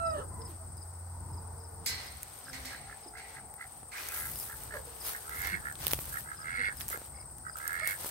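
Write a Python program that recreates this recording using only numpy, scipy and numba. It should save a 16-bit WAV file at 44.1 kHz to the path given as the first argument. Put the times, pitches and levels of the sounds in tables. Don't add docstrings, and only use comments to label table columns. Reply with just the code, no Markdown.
import sys
import numpy as np
from scipy import signal
from scipy.fft import rfft, irfft, next_fast_len
from scipy.io import wavfile
from scipy.ndimage import map_coordinates
from numba import njit

SR = 44100
rng = np.random.default_rng(int(sys.argv[2]) if len(sys.argv) > 2 else 0)


def transcribe(u):
    v = np.clip(np.atleast_2d(u).T, -1, 1)
    q = np.round(v * 32767).astype(np.int16)
    wavfile.write(sys.argv[1], SR, q)


def attenuation_scalar(level_db):
    decades = np.asarray(level_db, float) / 20
    return 10 ** decades


N = 357430
T = np.arange(N) / SR


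def unit(x):
    return x / np.sqrt(np.mean(x ** 2) + 1e-20)


def along(points, hz):
    f, v = np.transpose(points)
    return np.interp(np.log(hz + 1), np.log(f + 1), v)


def curves(rows):
    s, *cols = np.transpose(rows)
    return [np.interp(T, s, c) for c in cols]


def wobble(rate):
    knots = rng.standard_normal(int(N * rate / SR) + 4)
    return map_coordinates(knots, [T * rate])


def filtered(x, response):
    m = next_fast_len(N + 8192)
    return irfft(rfft(x, m) * response(np.fft.rfftfreq(m, 1 / SR)), m)[..., :N]


def modes(table):
    def response(f):
        total = 0
        for k, (hz, width_hz, db) in enumerate(table):
            damping = 1j * f * width_hz
            total = total + (-1) ** k * attenuation_scalar(db) * damping / (hz * hz - f * f + damping)
        return total
    return response


def rush(spectrum, alike, grain_db=0):
    z = rng.standard_normal((2, N)) * attenuation_scalar(grain_db * wobble(900))
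    closed = [(spectrum[0][0] / 2, -60)] + list(spectrum) + [(spectrum[-1][0] * 2, -60)]
    mid, side = filtered(z, lambda hz: attenuation_scalar(along(closed, hz)))
    turn = np.arccos(np.clip(alike, -1, 1)) / 2
    mid, side = np.cos(turn) * mid, np.sin(turn) * side
    return unit(np.array([mid + side, mid - side]))


def leaning(left_over_right_db):
    return np.array([[.5], [-.5]]) * left_over_right_db


def placed(x, lead_ms, pan_db):
    shift = lead_ms * SR / 2000
    ears = [map_coordinates(x, [np.arange(N) + side * shift], order=3) * attenuation_scalar(side * pan_db / 2)
            for side in (1, -1)]
    return np.array(ears)


def add(track, s, sound):
    part = track[..., round(s * SR):][..., :sound.shape[-1]]
    part += sound[..., :part.shape[-1]]


# frequency in Hz, time to fall 60 dB in seconds.
YARD_DECAY = [(300, 0.32), (2000, 0.14), (8000, 0.078)]


def yard(x):
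    hz, t, z = signal.stft(rng.standard_normal((2, SR // 2)), SR, nperseg=256)
    decay = attenuation_scalar(-60 * t / along(YARD_DECAY, hz)[:, None])
    tail = signal.istft(z * decay, SR, nperseg=256)[1]
    late = np.pad(x, (300, 0))[None]
    return signal.fftconvolve(late, tail / np.linalg.norm(tail[0]), axes=1)[:, :N]


@njit
def ring(x, turn, keep):
    y = np.zeros(len(x))
    for i in range(2, len(x)):
        y[i] = x[i] - x[i - 2] + 2 * keep * np.cos(turn[i]) * y[i - 1] - keep * keep * y[i - 2]
    return y


def resonate(x, hz, width_hz):
    for spread in (1, 2, 2):
        x = ring(x, 2 * np.pi * hz / SR, np.exp(-np.pi * spread * width_hz / SR))
    return unit(x)


def quack(s, length, db, top_hz, soft_db):
    t = np.linspace(0, length, 24)
    effort = np.sin(np.pi / 2 * np.clip(t / (0.75 * length), 0, 1)) ** 2
    start = np.clip(1 - t / 0.075, 0, 1)
    end = np.clip(1 - (length - t) / 0.049, 0, 1)
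    level_db = db - 10 * (1 - effort) - 9.5 * start - 16.5 * end
    rate_hz = top_hz - 23 * (1 - effort)
    opening = 0.68 * np.clip(t / (0.85 * length), 0, 1) ** 0.75 * (1 - 0.3 * end)
    bill_shut = np.clip(1 - t / 0.052, 0, 1) ** 0.38
    bill_db = soft_db + (-2.5 - soft_db) * effort ** 2.5 - 22 * end - 20 * bill_shut
    return list(zip(s + t, level_db, rate_hz, opening, bill_db))


def grunt(s, length, db, opening, bill_db):
    rate_hz = 59.13 + 85 * length
    shape = ((-.12, -15.5, 0.25, -2), (.25, 3.5, 0.91, -1.5), (.7, 0.5, 1, -1.5), (1, -41, 0.38, -5))
    return [(s + part * length, db + drop_db, rate_hz, opening * wide, bill_db + shut_db)
            for part, drop_db, wide, shut_db in shape]


# start in seconds, length in seconds, level in dB, throat opening 0-1, bill band in dB.
DRAKE_GRUNTS = [(2.465, .057, -60, 0.42, -33), (2.707, 0.076, -56.5, 0.47, -8),
                (2.875, 0.093, -61.5, 0.42, -4.5), (3.142, 0.09, -55.5, 0.48, -0.5),
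                (3.35, 0.065, -58.5, 0.28, -0.5), (3.589, 0.09, -55, 0.28, 0.5),
                (3.925, .11, -58.5, 0.32, -3), (4.08, 0.29, -56, 0.3, -1), (4.487, 0.077, -57, 0.37, -9),
                (4.705, 0.1, -52, 0.54, -6), (5.13, 0.065, -52.5, 0.49, -8),
                (5.634, 0.11, -49.5, 0.49, -21), (6.124, .09, -47, 0.51, -18),
                (6.255, 0.12, -55.5, 0.26, -7), (6.803, .016, -51, 0.52, -17),
                (6.911, 0.069, -50.5, 0.31, -4.5), (7.114, 0.16, -71, 0.83, 0),
                (7.447, 0.073, -57, 0.06, -8.5)]
# start in seconds, length in seconds, top level in dB, top pulse rate in Hz,
# bill band at the start in dB.
DRAKE_CALLS = [
    (5.254, 0.35, -44, 98, -3),
    (6.39, 0.34, -40.5, 98.35, -2.5),
    (7.549, .42, -44, 93.04, -9),
]
# Hz when closed, Hz when open, width in Hz.
DRAKE_THROAT = [
    (1296, 1600, 164),
    (1502, 1943, 235),
    (1644, 2172, 154),
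]
# frequency in Hz, width in Hz, level in dB.
DRAKE_HISS = [(2660, 300, 0), (3520, 330, -2), (3950, 400, -1), (4600, 1000, -3.5)]
# time in seconds, left lead in ms, left over right in dB.
DRAKE_WALK = [
    (2.5, 0.0096, -5.5),
    (4.7, 0.12, -4.5),
    (5.4, 0.32, -8),
    (6.5, 0.32, -6.5),
    (7.8, 0.34, -9.5),
]


def drake():
    calls = sorted([grunt(*row) for row in DRAKE_GRUNTS] + [quack(*row) for row in DRAKE_CALLS])
    level_db, rate, opening, bill_db = curves([row for call in calls for row in call])
    sounding = sum(np.interp(T, [c[0][0] - .004, c[0][0], c[-1][0], c[-1][0] + 0.0034], [0, 1, 1, 0])
                   for c in calls)

    cycle = np.cumsum(rate * (1 + .028 * wobble(60))) / SR
    snap = np.diff(np.floor(cycle), prepend=0) * attenuation_scalar(2.3 * wobble(80))
    rasp = unit(rng.standard_normal(N) * np.exp(1.1 * np.cos(2 * np.pi * (cycle - .15))))
    puffs = unit(snap + .35 * np.roll(snap, round(.0031 * SR))) + .6 * rasp

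    bands = []
    for (closed_hz, open_hz, width_hz), curve, wander in zip(DRAKE_THROAT, (1, 1, .2), (.02, .022, .006)):
        hz = closed_hz + (open_hz - closed_hz) * opening.clip(0) ** curve
        bands.append(resonate(puffs, hz * (1 + wander * wobble(22)), width_hz))
    low, middle, bill = bands
    middle, bill = np.roll(middle, round(.0012 * SR)), np.roll(bill, round(.003 * SR))

    hiss_shape = lambda f: modes(DRAKE_HISS)(f) ** 2 * np.abs(np.tanh((f - 3050) / 260))
    hiss = attenuation_scalar(bill_db - 20.5 + 13.7 * opening) * unit(filtered(rasp, hiss_shape))

    gain = attenuation_scalar(level_db + 6.0) * sounding
    rest = np.sqrt(np.clip(1 - attenuation_scalar(2 * bill_db), .15, 1))
    throat = gain * rest * (attenuation_scalar(2.5 - 13.2 * opening) * low - middle)
    beak = gain * (attenuation_scalar(bill_db) * bill + hiss)
    lead_ms, pan_db = curves(DRAKE_WALK)
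    direct = placed(throat, lead_ms, pan_db) + placed(beak, lead_ms + .065, pan_db)
    return direct + attenuation_scalar(-13.5) * yard(throat + beak)


# time in seconds, pitch in Hz, level in dB.
CROW_FALL = [
    (0, 670, -39.5),
    (.05, 662.4, -34.5),
    (.09, 651, -32.5),
    (.122, 630, -36),
    (.15, 616, -35.5),
    (.18, 571, -41),
    (.23, 502, -47),
]
# multiple of the pitch, level in dB, slope in dB per second.
CROW_HARMONICS = [(1, -3, 8), (2, 2, -48), (3, -42, 140), (4, -25.5, -67), (6, -32, -20)]


def rooster():
    hz, db = curves(CROW_FALL)
    crack = np.interp(T, [.15, .2], [.004, .07])
    phase = 2 * np.pi * np.cumsum(hz * (1 + crack * wobble(151.6))) / SR
    tone = np.zeros(N)
    for k, level, slope_db in CROW_HARMONICS:
        harmonic_db = level + slope_db * T.clip(0, .25) + 0.35 * k * wobble(73.5)
        tone += np.sqrt(2) * attenuation_scalar(harmonic_db) * np.sin(k * phase)
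    throat = modes([(296, 85, 3.5), (1140, 600, 1.0), (1790, 440, -5.5), (2880, 180, -7.5)])
    croak = unit(filtered(rng.standard_normal(N), throat))
    voice = tone + np.interp(T, [.13, .19], [.05, .6]) * croak
    voice = voice * attenuation_scalar(db) * np.interp(T, [.21, .24], [1, 0])
    return placed(voice, -0.44, -3.5) + attenuation_scalar(-9.0) * yard(voice)


# start in seconds, length in seconds, pitch in Hz, glide as a share of pitch, level in dB.
HEN_CLUCKS = [(0.176, 0.031, 416, 0.027, -56.5), (0.381, 0.046, 421, 0.14, -63.5),
              (0.482, 0.031, 426, -0.39, -66), (4.731, 0.047, 418, 0.22, -64),
              (4.735, 0.0443, 681, -0.237, -57.5), (4.74, .04, 1120, -.2, -66),
              (4.865, .03, 520, -.15, -67), (6.935, .02, 620, -.4, -60), (5.518, 0.051, 229.2, -0.46, -60)]
# start in seconds, length in seconds, pitch in
# Hz, level in dB, overtone level in dB.
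HEN_COOS = [(0.21, 0.021, 1315, -59.5, -35), (0.307, 0.2, 1003, -67, -18), (0.591, 0.052, 650, -71, -9),
            (1.16, 1, 444.6, -76, -6), (2.429, 0.32, 260, -73, -5.5), (2.8, 0.82, 437, -78, -1),
            (3.06, 0.0077, 357, -60, -5), (3.999, 1.74, 440.4, -75.5, -7), (5.8, 0.25, 72.15, -60, -10),
            (6.579, 0.038, 248.6, -66, -2), (7.815, 0.027, 628.5, -61, 2.5)]


def hens():
    out, flutter = np.zeros(N), wobble(90)
    notes = [(*row, -10) for row in HEN_CLUCKS]
    notes += [(s, length, hz, 0, db, over_db) for s, length, hz, db, over_db in HEN_COOS]
    for s, length, hz, glide, db, over_db in notes:
        u = np.linspace(0, 1, round(length * SR))
        bend = 1 + glide * u + .035 * flutter[round(s * SR):][:len(u)]
        phase = 2 * np.pi * np.cumsum(hz * bend) / SR
        swell = np.sqrt(np.sin(np.pi * u).clip(0))
        add(out, s, attenuation_scalar(db + 16) * swell * (np.sin(phase) + attenuation_scalar(over_db) * np.sin(2 * phase)))
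    return placed(out, 0, -0.61) + attenuation_scalar(-7.5) * yard(out)


# start in seconds, length in seconds, Hz at the start, Hz at the
# end, level in dB.
DUCK_SQUAWKS = [(3.915, .03, 2330, 2260, -50), (3.925, .03, 1350, 1400, -56), (3.952, .022, 1750, 1850, -50),
                (3.965, 0.042, 2180, 2730, -50), (4.05, 0.026, 2090, 2250, -61),
                (4.08, 0.044, 2040, 2650, -53.5), (4.16, .02, 2200, 2500, -58)]


def yelps():
    out, breath = np.zeros(N), rng.standard_normal(N) * attenuation_scalar(4.6 * wobble(140))
    for s, length, from_hz, to_hz, db in DUCK_SQUAWKS:
        u = np.linspace(0, 1, round(length * SR))
        note = resonate(breath[round(s * SR):][:len(u)], from_hz + (to_hz - from_hz) * u, 263)
        add(out, s, attenuation_scalar(db) * np.sqrt(np.sin(np.pi * u ** 0.51).clip(0)) * note)
    return placed(out, -0.43, -1) + attenuation_scalar(-1.0) * yard(out)


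# time in seconds, level in dB, time to fall 60 dB in seconds, brightness in dB.
FENCE_BUMPS = [
    (1.86, -43.5, 0.79, 4),
    (2.53, -46, 0.36, -5.5),
    (2.65, -52, 1, -2.5),
    (3.172, -54.5, 0.91, -8.5),
    (3.918, -49.5, 1, -12.5),
]
# frequency in Hz, width in Hz, level in dB.
FENCE_WIRE = [(1570, 330, -4), (2056, 350, 14), (4220, 660, 1), (4840, 800, -5.5), (7000, 1560, -4.5),
              (8140, 1700, -5), (12700, 2100, -11.5)]


def fence():
    t = np.arange(SR) / SR
    rise = 1 - np.exp(-t / 0.00043)
    slow, middle, quick = np.zeros((3, N))
    for s, db, t60, bright_db in FENCE_BUMPS:
        add(slow, s, attenuation_scalar(db - 60 * t / t60) * rise)
        add(middle, s, attenuation_scalar(db + bright_db - 60 * t / (0.86 * t60)) * rise)
        add(quick, s, attenuation_scalar(db + bright_db - 60 * t / (0.27 * t60)) * rise)
    strands = rng.standard_normal(800)

    def buzz(table):
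        comb = lambda f: attenuation_scalar(3 * np.interp(f / 22, np.arange(len(strands)), strands))
        shaking = rng.standard_normal(N) * attenuation_scalar(0.24 * wobble(300))
        return unit(filtered(shaking, lambda f: modes(table)(f) * comb(f)))

    wire = slow * buzz(FENCE_WIRE[:2]) + middle * buzz(FENCE_WIRE[2:3])
    wire = wire + attenuation_scalar(7.0) * quick * buzz(FENCE_WIRE[3:])
    return placed(wire, -0.477, -6.0) + attenuation_scalar(1.5) * yard(wire)


# time in seconds, peak in dB, low part in dB, left over right in dB.
BEAK_CLICKS = [(1.8629, -20, -10, 5), (2.1209, -46, -16, -0.5), (2.2308, -23.5, -13, 2),
               (2.6548, -27.5, -11, -0.5), (2.7286, -40, -16, -1.0), (3.5395, -35, -13, 1.5),
               (3.956, -38, -16, 0.0), (4.0866, -22.5, -26, 1), (4.1193, -31, -16, 3.5),
               (4.2218, -33, -16, -1), (4.2809, -32, -13, 3.5), (4.357, -27.5, -8, 3.0),
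               (4.3888, -25.5, -14, 8), (4.6041, -34, -16, 0.5), (4.6352, -31, -18, -6),
               (5.1627, -32, -26, 7), (5.2945, -27, -10.5, 3), (5.4184, -24, -19, -3.5),
               (5.4475, -33, -18, -2), (5.4711, -25, -18, -11), (5.7246, -29, -17, 0.5),
               (5.8039, -36, -16, 0.5), (5.8677, -10.5, -10, -4.5), (5.99, -30, -10, -5),
               (6.0209, -41, -18, -2), (6.0425, -33, -11, -8), (6.1307, -27, -19, -1),
               (6.7696, -35, -16, 2.5), (6.8015, -25, -22, 5), (6.8872, -22, -22, -2),
               (6.9055, -28, -24, 0.5), (6.9738, -29, -25, 6), (7.3832, -35.5, -18, 5),
               (7.5692, -32, -10, 8), (7.5853, -29, -17, -5), (7.6117, -43, -20, 0.5),
               (7.6776, -17.5, -20.5, 0), (7.73, -30, -16, 1.0), (7.7707, -42, -16, 3.5),
               (7.8738, -14.5, -14, 5), (7.8937, -30, -18, 8), (7.9879, -31, -14, 3.5),
               (8.0636, -25.5, -16, 2)]
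MORE_CLICKS = [(0.7701, -42, -42, 3.0), (5.8800, -14, -12, 3), (5.9098, -20.5, -4, -1),
               (5.9267, -17, -15, -3), (5.9336, -11.5, -10.5, 1.5), (5.9434, -26, -10.5, 3),
               (.4185, -52, 3, -6), (6.0929, -32, -14, -1), (7.2998, -53, -6, -2)]
NEARBY_CLICKS = [(4.2985, -33, -14, 2), (4.4295, -34, 0, 0), (4.475, -35, -16, 2), (4.521, -31, -14, 2),
                 (5.7542, -35, 3, 2), (5.8475, -32, -5, 4), (5.9135, -30, -12, 0), (5.9155, -23, -9, 0),
                 (5.9412, -30, -7, 0), (6.055, -30, -20, -1), (6.1403, -30, -16, -3),
                 (6.8085, -29.5, -4.5, -3), (6.8142, -26, -12, 2), (6.8815, -25, -24, 0),
                 (6.9005, -25, -20, 0), (6.916, -40, -14, 0), (6.9222, -29, -18, 0), (6.937, -35, -14, 0),
                 (7.578, -36, -22, 0), (7.628, -44, -24, 0), (7.65, -39, -22, 0), (7.664, -41, -20, 0),
                 (7.7955, -36, 0.5, -2), (7.88, -28, -16, 0), (8.09, -31, -16, 0)]
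# time in seconds, peak in dB.
FRUIT_KNOCKS = [(3.832, -41.5), (5.9343, -22), (5.989, -33), (6.08, -41.5), (6.688, -38), (5.868, -31.5),
                (6.907, -39.5), (6.975, -37), (7.017, -38), (7.873, -41), (8.046, -33.5), (8.06, -35)]


def pecks():
    out, t = np.zeros((2, N)), np.arange(SR // 50) / SR
    edge = signal.butter(2, 8000, "high", fs=SR, output="sos")
    body = signal.butter(1, [1400, 6500], "band", fs=SR, output="sos")
    decay = attenuation_scalar(-60 * t / 0.0023) + 0.3 * attenuation_scalar(-60 * t / 0.016)
    for s, db, low_db, pan_db in list(BEAK_CLICKS) + list(MORE_CLICKS) + list(NEARBY_CLICKS):
        burst = (rng.standard_normal(len(t)) + 1.75 * rng.standard_normal((2, len(t)))) * decay
        dull = attenuation_scalar(low_db + 3.5 + leaning(-11.5)) * signal.sosfilt(body, burst)
        click = signal.sosfilt(edge, burst) + dull
        click = click / np.abs(click.mean(axis=0)).max()
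        add(out, s + .0007, attenuation_scalar(db + 3.5 + leaning(pan_db)) * click)
    tap = np.sin(2 * np.pi * 550 * t) * attenuation_scalar(-60 * t / 0.0075)
    tap += 2.2 * np.sin(2 * np.pi * 1100 * t) * attenuation_scalar(-60 * t / 0.002)
    for s, db in FRUIT_KNOCKS:
        add(out, s, attenuation_scalar(db) * tap)
    return out


# start in seconds, hold in seconds, level in dB, stalks under blades in dB.
GRASS_RAKES = [(0.502, 0.011, -62.5, -3), (1.894, 0.18, -56.5, 0.5), (2.123, 0.38, -57.5, -5.5),
               (2.547, 0.18, -58, 1), (2.78, 0.29, -70, 3.5), (3.27, 0.089, -61, -2),
               (3.618, 0.19, -62.5, -6), (3.981, 0.096, -47.5, -4), (4.143, 0.059, -39, -14),
               (4.26, 0.22, -43, -15.5), (4.568, 0.11, -51.5, -9.5), (4.736, 0.052, -54.5, -7),
               (4.868, 0.21, -53.5, -8), (5.065, 0.03, -37.5, -10.5), (5.18, 0.14, -50.5, -11),
               (5.349, 0.069, -47, -9.5), (5.448, 0.014, -41, -8), (5.541, 0.18, -57, -8),
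               (5.823, 0.064, -45, -5), (5.906, 0.045, -41.5, -12), (6.009, 0.19, -46.5, -11.5),
               (6.321, 0.43, -63.5, -2.5), (6.81, .005, -46, -9), (6.917, 0.0055, -44, -9),
               (7.004, 0.049, -56, -8), (7.578, 0.097, -55, -7.5), (7.699, 0.066, -55.5, -5),
               (7.892, 0.014, -39, -13.5), (8, 0.049, -44, -9.5), (8.05, 0.049, -44.5, -9)]


def raking():
    s, hold, db, stalk_db = np.transpose(GRASS_RAKES)[..., None]
    stir_db, rise_db_per_s, fall_db_per_s = -67, 274, 176
    t = T[::64]
    level_db = db - rise_db_per_s * np.clip(s - t, 0, None) - fall_db_per_s * np.clip(t - s - hold, 0, None)
    blades = attenuation_scalar(2 * stir_db) + attenuation_scalar(2 * level_db).sum(axis=0)
    stalks = attenuation_scalar(2 * (stir_db - 17)) + attenuation_scalar(2 * (level_db + stalk_db)).sum(axis=0)
    return np.sqrt(np.interp(T, t, blades)), np.sqrt(np.interp(T, t, stalks))


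# frequency in Hz, level in dB per Hz.
GRASS_BLADES = [(1500, -37), (3500, -20.5), (6000, -13), (10000, -1), (13000, 1.5), (15800, -3.5)]
GRASS_STALKS = [(300, -3.5), (1200, 0.5), (2500, -4.5), (4500, -4), (7000, -7), (10000, -56)]


def grass():
    blades, stalks = raking()
    snaps = (rng.random(N) < 51 / SR) * attenuation_scalar(-4 + 6.9 * rng.standard_normal((2, N)))
    burst = rng.standard_normal((2, 128)) * attenuation_scalar(-60 * np.arange(128) / SR / .004)
    crackle = rush(GRASS_BLADES, .05, grain_db=3.5)
    crackle = crackle + signal.fftconvolve(snaps, np.diff(burst), axes=1)[:, :N]
    bright = blades * attenuation_scalar(1 + 1.5 * wobble(25) + leaning(2.6)) * crackle
    return bright + stalks * attenuation_scalar(5.5) * rush(GRASS_STALKS, 0.087, grain_db=2.5)


# time in seconds, peak in dB.
CRICKET_PAIRS = [(.0623, -48.5), (.4164, -51.5), (.7766, -54), (1.3359, -55.5), (1.6062, -57),
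                 (2.0344, -50), (2.4544, -51), (3.0384, -53), (4.3634, -47.5), (5.011, -47), (6.3744, -52),
                 (6.7774, -51.5), (7.1624, -54), (7.4934, -54), (7.8286, -55)]
# time in seconds, peak in dB.
CRICKET_FALSE_STARTS = [(1.295, -68), (1.565, -64), (4.316, -50), (4.968, -58)]


def cricket():
    out, u = np.zeros((2, N)), np.linspace(0, 1, round(0.0292 * SR))
    swell = np.sin(np.pi * u ** 1.5) ** .7 * (.45 + .55 * u)
    for (s, db), (tune, gain) in zip(CRICKET_PAIRS, rng.standard_normal((len(CRICKET_PAIRS), 2))):
        hz = 5200 + 30 * tune - 1650 * (u - .4) ** 2
        stroke = swell * np.sin(2 * np.pi * np.cumsum(hz) / SR)
        sides = attenuation_scalar(db + leaning(7))
        add(out, s + .0305 - .045, sides * attenuation_scalar(gain) * stroke)
        add(out, s + 0.027, sides * attenuation_scalar(2.5) * stroke)
    for s, db in CRICKET_FALSE_STARTS:
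        add(out, s, attenuation_scalar(db) * u ** 3 * 2 * stroke)
    out += attenuation_scalar(-13) * np.roll(out[::-1], round(0.0184 * SR), axis=1)
    out[1] = np.roll(out[1], round(0.00061 * SR))
    return out


def singer(rate, s, hz, sweep_hz, sharp):
    stroke = 2 * np.pi * (rate * (T - s) + 0.037 * wobble(0.99))
    phase = 2 * np.pi * np.cumsum(hz + sweep_hz * np.cos(stroke - .4)) / SR
    fuzz = np.array([wobble(500) * np.cos(phase) + wobble(500) * np.sin(phase) for ear in range(2)])
    return unit(np.exp(sharp * (np.cos(stroke) - 1)) * fuzz)


# time in seconds, level in dB.
KATYDID_LEVEL = [
    (0.0, -50),
    (1.76, -53),
    (5.77, -49.5),
    (7.53, -50),
    (8.1, -46.5),
]


def katydids():
    far = rush([(7200, -23.5), (7800, -9.0), (8400, 0.5), (9000, -5.0), (9400, -20.5)], 0.046)
    near = 0.7 * singer(18.66, .028, 8500, 426, 2.4) + .5 * singer(18.0, 0.0096, 8500, -350, 1.0)
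    return attenuation_scalar(curves(KATYDID_LEVEL)[0] + np.array([[2.2], [-2.6]])) * unit(far + near)


def truck(s, span, hz, width_hz, db):
    whine = filtered(rng.standard_normal(N), lambda f: modes([(hz, width_hz, 0)])(f) ** 2)
    return attenuation_scalar(db - 6.2 * ((T - s) / span) ** 2) * unit(whine)


# time in seconds, pitch in Hz, level in dB.
MOTOR_HUM = [
    (0.0, 88.76, -46),
    (0.69, 86.7, -48),
    (1.33, 86.97, -42),
    (2.3, 84.1, -59.5),
]
# loudest moment in seconds, half length in seconds, whine in Hz, width in Hz, level in dB.
TRUCKS = [
    (1.38, 0.2, 914, 162, -56),
    (3.17, 0.88, 773, 156, -59),
]
# time in seconds, strength in dB.
TRAFFIC_LEVEL = [(0, -51), (.2, -50), (.88, -55.5), (1.4, -51.5), (2.12, -55), (3.63, -59.5), (4.24, -53),
                 (6.11, -53.5), (6.34, -57), (6.75, -55.5), (7.38, -56.5), (8.1, -54)]
# frequency in Hz, level in dB per Hz.
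ROAD_RUMBLE = [(25, -30), (41, -10), (65, 1), (100, -7), (140, -7.5)]
BREEZE_COLOUR = [(90, 1), (130, 0.5), (200, -3), (400, -11)]
TYRE_HISS = [(300, -9.5), (640, -5), (800, -1), (930, -3), (1100, -7), (1500, -10), (2500, -55)]
STILL_AIR = [(1800, 5), (2400, -7.5), (3300, -16), (5000, 2.5), (7000, -8), (10000, -22), (15700, 0)]


def distance():
    hz, db = curves(MOTOR_HUM)
    fade = np.interp(T, [2.2, 2.5], [1, 0])
    hum = np.sqrt(2) * attenuation_scalar(db) * fade * np.sin(2 * np.pi * np.cumsum(hz) / SR)
    rumble_db, = curves(TRAFFIC_LEVEL)
    swing_db = rumble_db - rumble_db.mean()
    gust = np.tanh(wobble(7))
    rumble = attenuation_scalar(rumble_db + 5.1 * gust) * rush(ROAD_RUMBLE, 0.9)
    breeze = attenuation_scalar(-64 + swing_db + 3.0 + 5.5 * gust) * rush(BREEZE_COLOUR, 0.88)
    trucks = attenuation_scalar(gust) * sum(truck(*row) for row in TRUCKS)
    tyres = attenuation_scalar(-58 + 0.69 * swing_db + 0.5 + wobble(8)) * rush(TYRE_HISS, 0.46)
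    air = attenuation_scalar(-64.0 + wobble(2.5)) * rush(STILL_AIR, 0)
    return hum + trucks + rumble + breeze + tyres + air


def scene():
    birds = drake() + rooster() + hens() + yelps()
    return birds + fence() + pecks() + grass() + cricket() + katydids() + distance()


def roll_off(x):
    return signal.sosfilt(signal.butter(12, 16960, fs=SR, output="sos"), x)


def record(dry):
    mix = filtered(dry, lambda hz: hz < 15800)
    return roll_off(mix)


dry = scene()
out = record(dry)
transcribe(out)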